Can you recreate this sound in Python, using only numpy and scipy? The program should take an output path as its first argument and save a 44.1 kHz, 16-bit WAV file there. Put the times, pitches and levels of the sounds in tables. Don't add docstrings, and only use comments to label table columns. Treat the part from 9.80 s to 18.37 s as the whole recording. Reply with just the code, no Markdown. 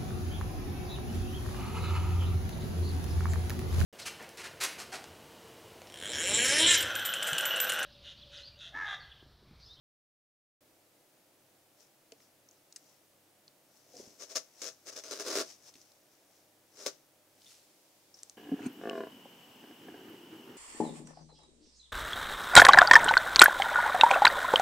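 import sys
import numpy as np
from scipy import signal
from scipy.fft import rfft, irfft, next_fast_len
from scipy.io import wavfile
from scipy.ndimage import uniform_filter1d

SR = 44100
rng = np.random.default_rng(int(sys.argv[2]) if len(sys.argv) > 2 else 0)


def put_to_file(sound):
    columns = np.atleast_2d(sound).T
    safe = np.clip(columns, -1, 1)
    whole_steps = np.round(safe * 32767)
    wavfile.write(sys.argv[1], SR, whole_steps.astype(np.int16))


N = 377937
TIME_S = np.arange(N) / SR
BINS_HZ = np.fft.rfftfreq(4096, 1 / SR)


# (time [s], rise [s], hold [s], level [dB])
RIPS = [(4.379, .034, .024, -47), (4.484, .024, .018, -49.5), (4.549, .009, .009, -31.3),
        (4.8155, .003, .068, -44), (5.047, .03, .016, -45.5), (5.116, .008, .01, -51.5),
        (5.148, .015, .028, -46), (5.236, .002, .066, -50.5), (5.309, .002, .026, -42.5),
        (5.345, .01, .03, -50), (5.387, .01, .022, -41.5), (5.432, .042, .072, -39),
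        (5.549, .005, .058, -35.3), (6.935, .07, .05, -52.5), (7.059, .004, .006, -32.3)]
# (time [s], level [dB])
SNAPS = [(4.818, -21), (5.0873, -28), (5.0974, -27), (5.1657, -27), (5.2381, -28), (5.264, -29),
         (5.3103, -22), (5.3748, -32), (5.5543, -23), (5.6022, -25), (7.0618, -25)]
# (time [s], slack [0-1], left minus right [dB])
TEAR_PATH = [(4.55, .03, 2), (4.88, .12, 3.5), (5.16, .15, 0), (5.3, .65, 0), (5.6, .98, -2),
             (7.06, .48, 1)]
# (frequency [Hz], gain [dB])
CRACKLE_EQ = [(60, -45), (300, -28), (1000, -16), (2200, -12), (3300, -12), (4400, -9), (5500, -1.5),
              (6300, -2), (7400, -11), (10000, -19), (13500, -26.5), (15800, -26)]
SLACK_EQ = [(1000, 0), (3000, 1.5), (3900, 5), (5000, 1), (6000, -2), (7500, 0), (9000, 3), (15000, 2)]
SHEET_EQ = [(30, -45), (80, -36), (160, -24), (280, -5), (420, -1.5), (640, -1), (780, -12), (1400, -7),
            (2200, -13), (4000, -18), (9000, -39.5)]
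# (frequency [Hz], width [Hz], lift [dB])
RINGS = [(325, 25, 2.5), (402, 28, 5), (491, 22, 4.5), (648, 30, 7), (1135, 60, 5), (1400, 70, 3),
         (1633, 40, 5), (3530, 40, 6), (3985, 40, 5), (4830, 45, 4), (5120, 100, 3), (6900, 150, 2)]

def tearing(taut_hz=610, slack_hz=380, taut_db=-7.5, slack_db=-.5, fade_20db_s=.03, snap_db=3.5):
    t = np.arange(SR // 4) / SR
    rings_db = sum(db / (1 + (2 * (BINS_HZ - hz) / width) ** 2) for hz, width, db in RINGS)
    sheet_db = curve(SHEET_EQ) + rings_db
    crackle_db = curve(CRACKLE_EQ) + rings_db
    times, slacks, sides = np.transpose(TEAR_PATH)
    slack = np.interp(TIME_S, times, slacks)
    side_db = np.interp(TIME_S, times, sides)
    fibres = grains(per_s=3800, spread_db=5.1)
    breaks, drumming, snaps = np.zeros((3, N))
    for at_s, rise_s, hold_s, db in RIPS:
        release = amp(-20 * np.maximum(t - rise_s - hold_s, 0) / fade_20db_s)
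        pull = np.clip(t / rise_s, 0, 1) ** 1.4 * release
        swarm = amp(db) * pull * fibres[round(at_s * SR):][:len(t)]
        add(breaks, at_s, swarm)
        freed = slack[round((at_s + rise_s + hold_s / 2) * SR)]
        drum_hz = taut_hz * (slack_hz / taut_hz) ** freed
        drum_db = taut_db + freed * (slack_db - taut_db)
        pitch_lift_db = 4 * np.exp(-(np.log2((BINS_HZ + 1) / drum_hz) / .4) ** 2)
        add(drumming, at_s, amp(drum_db) * colour(swarm, sheet_db + pitch_lift_db))
    for at_s, db in SNAPS:
        add(snaps, at_s, amp([db + snap_db]))
    spray = scatter(breaks + snaps, spray_db=0, decay_s=.0018)
    crackle = colour((1 - slack) * spray, crackle_db)
    crackle += colour(slack * spray, crackle_db + curve(SLACK_EQ))
    jerks = amp(-13) * colour(snaps, sheet_db)
    return crackle * amp([side_db / 2, -side_db / 2]) + drumming + jerks


# (crest time [s], level [dB], rise [s/20 dB], fade [s/20 dB])
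SLIDES = [(2.003, -62, .04, .11), (2.422, -67, .07, .12), (2.73, -72, .05, .15), (3.08, -66.5, .25, .2),
          (3.97, -67, .15, .25), (4.19, -53.5, .13, .27), (4.51, -56.5, .13, .27), (4.845, -48, .1, .11),
          (5.2, -58, .25, .2), (5.71, -51, .25, .08), (5.886, -52.5, .1, .035), (5.96, -61.5, .06, .35),
          (6.33, -70, .08, .15), (6.56, -69, .25, .22), (7.02, -53, .11, .17), (8.37, -63, .04, .25)]
# (frequency [Hz], gain [dB])
SLIDE_EQ = [(60, -40), (200, -22), (600, -9), (1200, -15), (3000, -14), (4400, -10), (5600, -1),
            (6600, -5.5), (8000, -12), (11000, -19), (15800, -28)]
FLAP_EQ = [(25, -56), (50, -39), (130, -10), (300, -2), (550, 0), (800, -9), (1300, -20), (4000, -35)]

def rustling(slide_db=-.8):
    catches = grains(per_s=5000, spread_db=4.8, steady_s=.025)
    sliding = np.sqrt(sum(stroke(*row) ** 2 for row in SLIDES))
    slips = scatter(catches * sliding, spray_db=0, decay_s=.002)
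    flaps = catches * stroke(crest_s=4.22, db=-60, rise_s=.2, fade_s=.22)
    return amp(slide_db) * colour(slips, curve(SLIDE_EQ)) + colour(flaps, curve(FLAP_EQ))


# (time [s], level [dB], mouth resonance [Hz], width [Hz], decay [s])
BITES = [(2.3205, -39, 5000, 2200, .002), (2.321, -44, 2500, 700, .0025), (2.403, -51.5, 1900, 1200, .002),
         (2.688, -44, 5900, 900, .002), (2.711, -47, 6300, 1100, .002), (2.925, -39, 5700, 2500, .0018),
         (2.961, -32.5, 6300, 3500, .0045), (2.962, -50, 1800, 700, .005), (3.679, -43, 4500, 1300, .003),
         (4.168, -38, 5600, 1000, .003), (4.818, -30, 6400, 1400, .004), (5.9394, -45.5, 4400, 3000, .003),
         (5.9544, -44, 3300, 3000, .002), (6.0147, -45, 5600, 1300, .003), (6.1185, -49, 5200, 1500, .002),
         (7.619, -48, 3800, 3000, .002), (7.645, -49, 5300, 1200, .004), (7.661, -50, 3600, 300, .014),
         (7.718, -52, 1400, 1200, .002), (8.342, -43, 5500, 800, .007), (8.389, -44, 5500, 800, .004),
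         (8.4325, -26, 6700, 2500, .0009), (8.4968, -34, 6200, 2600, .0018)]

def jaws(click_db=-6, knock_db=-15, lowpass_hz=11500):
    t = np.arange(2048) / SR
    clicks, knocks = np.zeros((2, N)), np.zeros(N)
    for at_s, db, hz, width_hz, decay_s in BITES:
        shared, left, right = rng.standard_normal((3, len(t))) * np.exp(-t / decay_s)
        detune = (BINS_HZ ** 2 - hz ** 2) / (BINS_HZ + 1) / width_hz
        loss = (1 + detune ** 2 / 2) * (1 + (BINS_HZ / lowpass_hz) ** 8)
        cavity = minimum_phase(np.maximum(-20 * np.log10(loss), -50))
        for channel, own in zip(clicks, (left, right)):
            click = signal.fftconvolve(shared + .6 * own, cavity)[:len(t)]
            click *= np.sqrt(decay_s * SR / 2) / np.linalg.norm(click)
            add(channel, at_s, amp(db + click_db) * click)
        add(knocks, at_s, amp([db + knock_db]))
    return clicks + colour(knocks, curve(SHEET_EQ))


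# (frequency [Hz], gain [dB])
RASP_EQ = [(500, -28), (1800, -11), (3500, -4), (5500, -1), (8500, -5.5), (12000, -12), (15800, -23)]

def tongue():
    lick = stroke(crest_s=7.71, db=-57.5, rise_s=.19, fade_s=.22)
    rasp = scatter(lick * grains(per_s=5000, spread_db=4.5), spray_db=-1, decay_s=.002)
    return colour(rasp, curve(RASP_EQ))


# (time [s], peak [dB], pitch [Hz])
PATS = [(2.321, -47.5, 450), (4.139, -47, 500), (4.161, -47, 480), (4.198, -41, 390), (4.226, -54, 260),
        (4.274, -52, 210), (5.954, -57, 270)]

def paws(decay_s=.007, rise_s=.002):
    t, out = np.arange(SR // 10) / SR, np.zeros(N)
    for at_s, db, hz in PATS:
        modes = sum(gain * np.sin(2 * np.pi * hz * ratio * t)
                    for ratio, gain in [(.62, .4), (1, 1), (1.45, -.5)])
        pat = modes * np.exp(-t / decay_s) * (1 - np.exp(-t / rise_s))
        add(out, at_s, amp(db) * pat / abs(pat).max())
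    return out


# (frequency [Hz], T60 [s])
ROOM_T60 = [(150, .3), (500, .22), (2000, .2), (6000, .2), (15000, .14)]
# (frequency [Hz], left minus right [dB])
SHADING = [(60, 3), (200, -4), (380, -0.5), (700, 1.5), (1300, -0.5), (2400, -3), (4400, 5), (6000, 5.5),
           (8100, 2), (15000, 0.5)]

def room(x, lean, tail_db):
    t, out = np.arange(SR // 4) / SR, []
    for channel, side in zip(x, (1, -1)):
        noise = rng.standard_normal(len(t)) * (t > .005)
        hz, age_s, spectra = signal.stft(noise, SR, nperseg=256)
        tail = signal.istft(spectra * amp(-60 * age_s / curve(ROOM_T60, hz)[:, None]), SR)[1]
        path = np.r_[1, amp(tail_db) * tail / np.linalg.norm(tail)]
        path = signal.fftconvolve(path, minimum_phase(side * lean * curve(SHADING) / 2))
        out.append(signal.oaconvolve(channel, path)[:N])
    return np.array(out)


# (frequency [Hz], rms level [dB])
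HUM_TONES = [(100.17, -90), (98.97, -90.5), (135, -90), (200.3, -92), (300.5, -88), (500.8, -90),
             (601, -90)]

def hum(in_phase_s=.9):
    return sum(amp(db) * np.sqrt(2) * np.cos(2 * np.pi * hz * (TIME_S - in_phase_s))
               for hz, db in HUM_TONES)


# (frequency [Hz], gain [dB])
AIR_EQ = [(25, -18), (70, -24), (105, -18), (135, -6), (170, -9), (260, -6.5), (305, -1), (435, -6.5),
          (586, -3), (790, -7), (1060, -12), (1600, -13), (4300, -15.5), (15500, -17)]
# (frequency [Hz], coherence [0-1])
AIR_COHERENCE = [(60, 0.71), (130, 0.72), (290, 0.72), (640, 0.6), (1410, 0.17), (3100, 0.08), (6820, 0.23),
                 (15000, 0.38)]

def room_air(rms_db=-66.1):
    size = next_fast_len(N, real=True)
    hz = np.fft.rfftfreq(size, 1 / SR)
    left, other = rfft(rng.standard_normal((2, size)))
    coherence = curve(AIR_COHERENCE, hz)
    right = np.sqrt(coherence) * left + np.sqrt(1 - coherence) * other
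    air = irfft(np.array([left, right]) * amp(curve(AIR_EQ, hz)), size)[:, :N]
    return amp(rms_db) * air / np.sqrt(np.mean(air ** 2))


def hiss(start_s=7.7, rise_s=.15, rms_db=-71.5):
    fade_in = np.clip((TIME_S - start_s) / rise_s, 0, 1)
    return amp(rms_db) * fade_in * colour(rng.standard_normal((2, N)), curve(RASP_EQ))


def grains(per_s, spread_db, steady_s=.012):
    hit = rng.random(N) < per_s / SR
    size = rng.laplace(size=N)
    clicks = hit * np.sign(size) * amp(spread_db * np.minimum(abs(size), 4))
    power = abs(uniform_filter1d(clicks ** 2, int(steady_s * SR)))
    return clicks / np.sqrt(power + 1e-6)


def scatter(clicks, spray_db, decay_s):
    pole = np.exp(-1 / (decay_s * SR))
    power = signal.lfilter([1 - pole], [1, -pole], clicks ** 2 + 1e-20)
    spray = np.sqrt(power) * rng.standard_normal((2, N))
    return (clicks + amp(spray_db) * spray) / np.hypot(1, amp(spray_db))


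def stroke(crest_s, db, rise_s, fade_s):
    t = TIME_S - crest_s
    return amp(db - 20 * np.minimum(np.maximum(-t / rise_s, t / fade_s), 10))


def colour(x, db):
    response = minimum_phase(db)
    return np.apply_along_axis(signal.oaconvolve, -1, x, response / np.linalg.norm(response))[..., :N]


def minimum_phase(db):
    log_gain = np.log(amp(np.r_[db, db[-2:0:-1]]))
    return np.fft.ifft(np.exp(np.conj(signal.hilbert(log_gain)))).real[:len(db)]


def curve(points, hz=BINS_HZ):
    knots_hz, values = np.transpose(points)
    return np.interp(np.log(hz + 1), np.log(knots_hz + 1), values)


def add(mix, at_s, sound):
    part = mix[round(at_s * SR):][:len(sound)]
    part += sound[:len(part)]


def amp(db):
    return 10 ** (np.asarray(db) / 20)


def scene():
    paper = room(tearing() + rustling(), lean=1.15, tail_db=-14.5)
    cat = room(jaws() + tongue() + paws(), lean=.3, tail_db=-18)
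    return paper + cat + hum() + room_air() + hiss()


def record(dry, open_s=.806, cutoff_hz=15800):
    gate = np.clip((TIME_S - open_s) / .004, 0, 1)
    lowpass = signal.firwin(511, cutoff_hz, window=("kaiser", 9), fs=SR)
    return signal.oaconvolve(dry * gate, lowpass[None], "same")


dry = scene()
out = record(dry)
put_to_file(out)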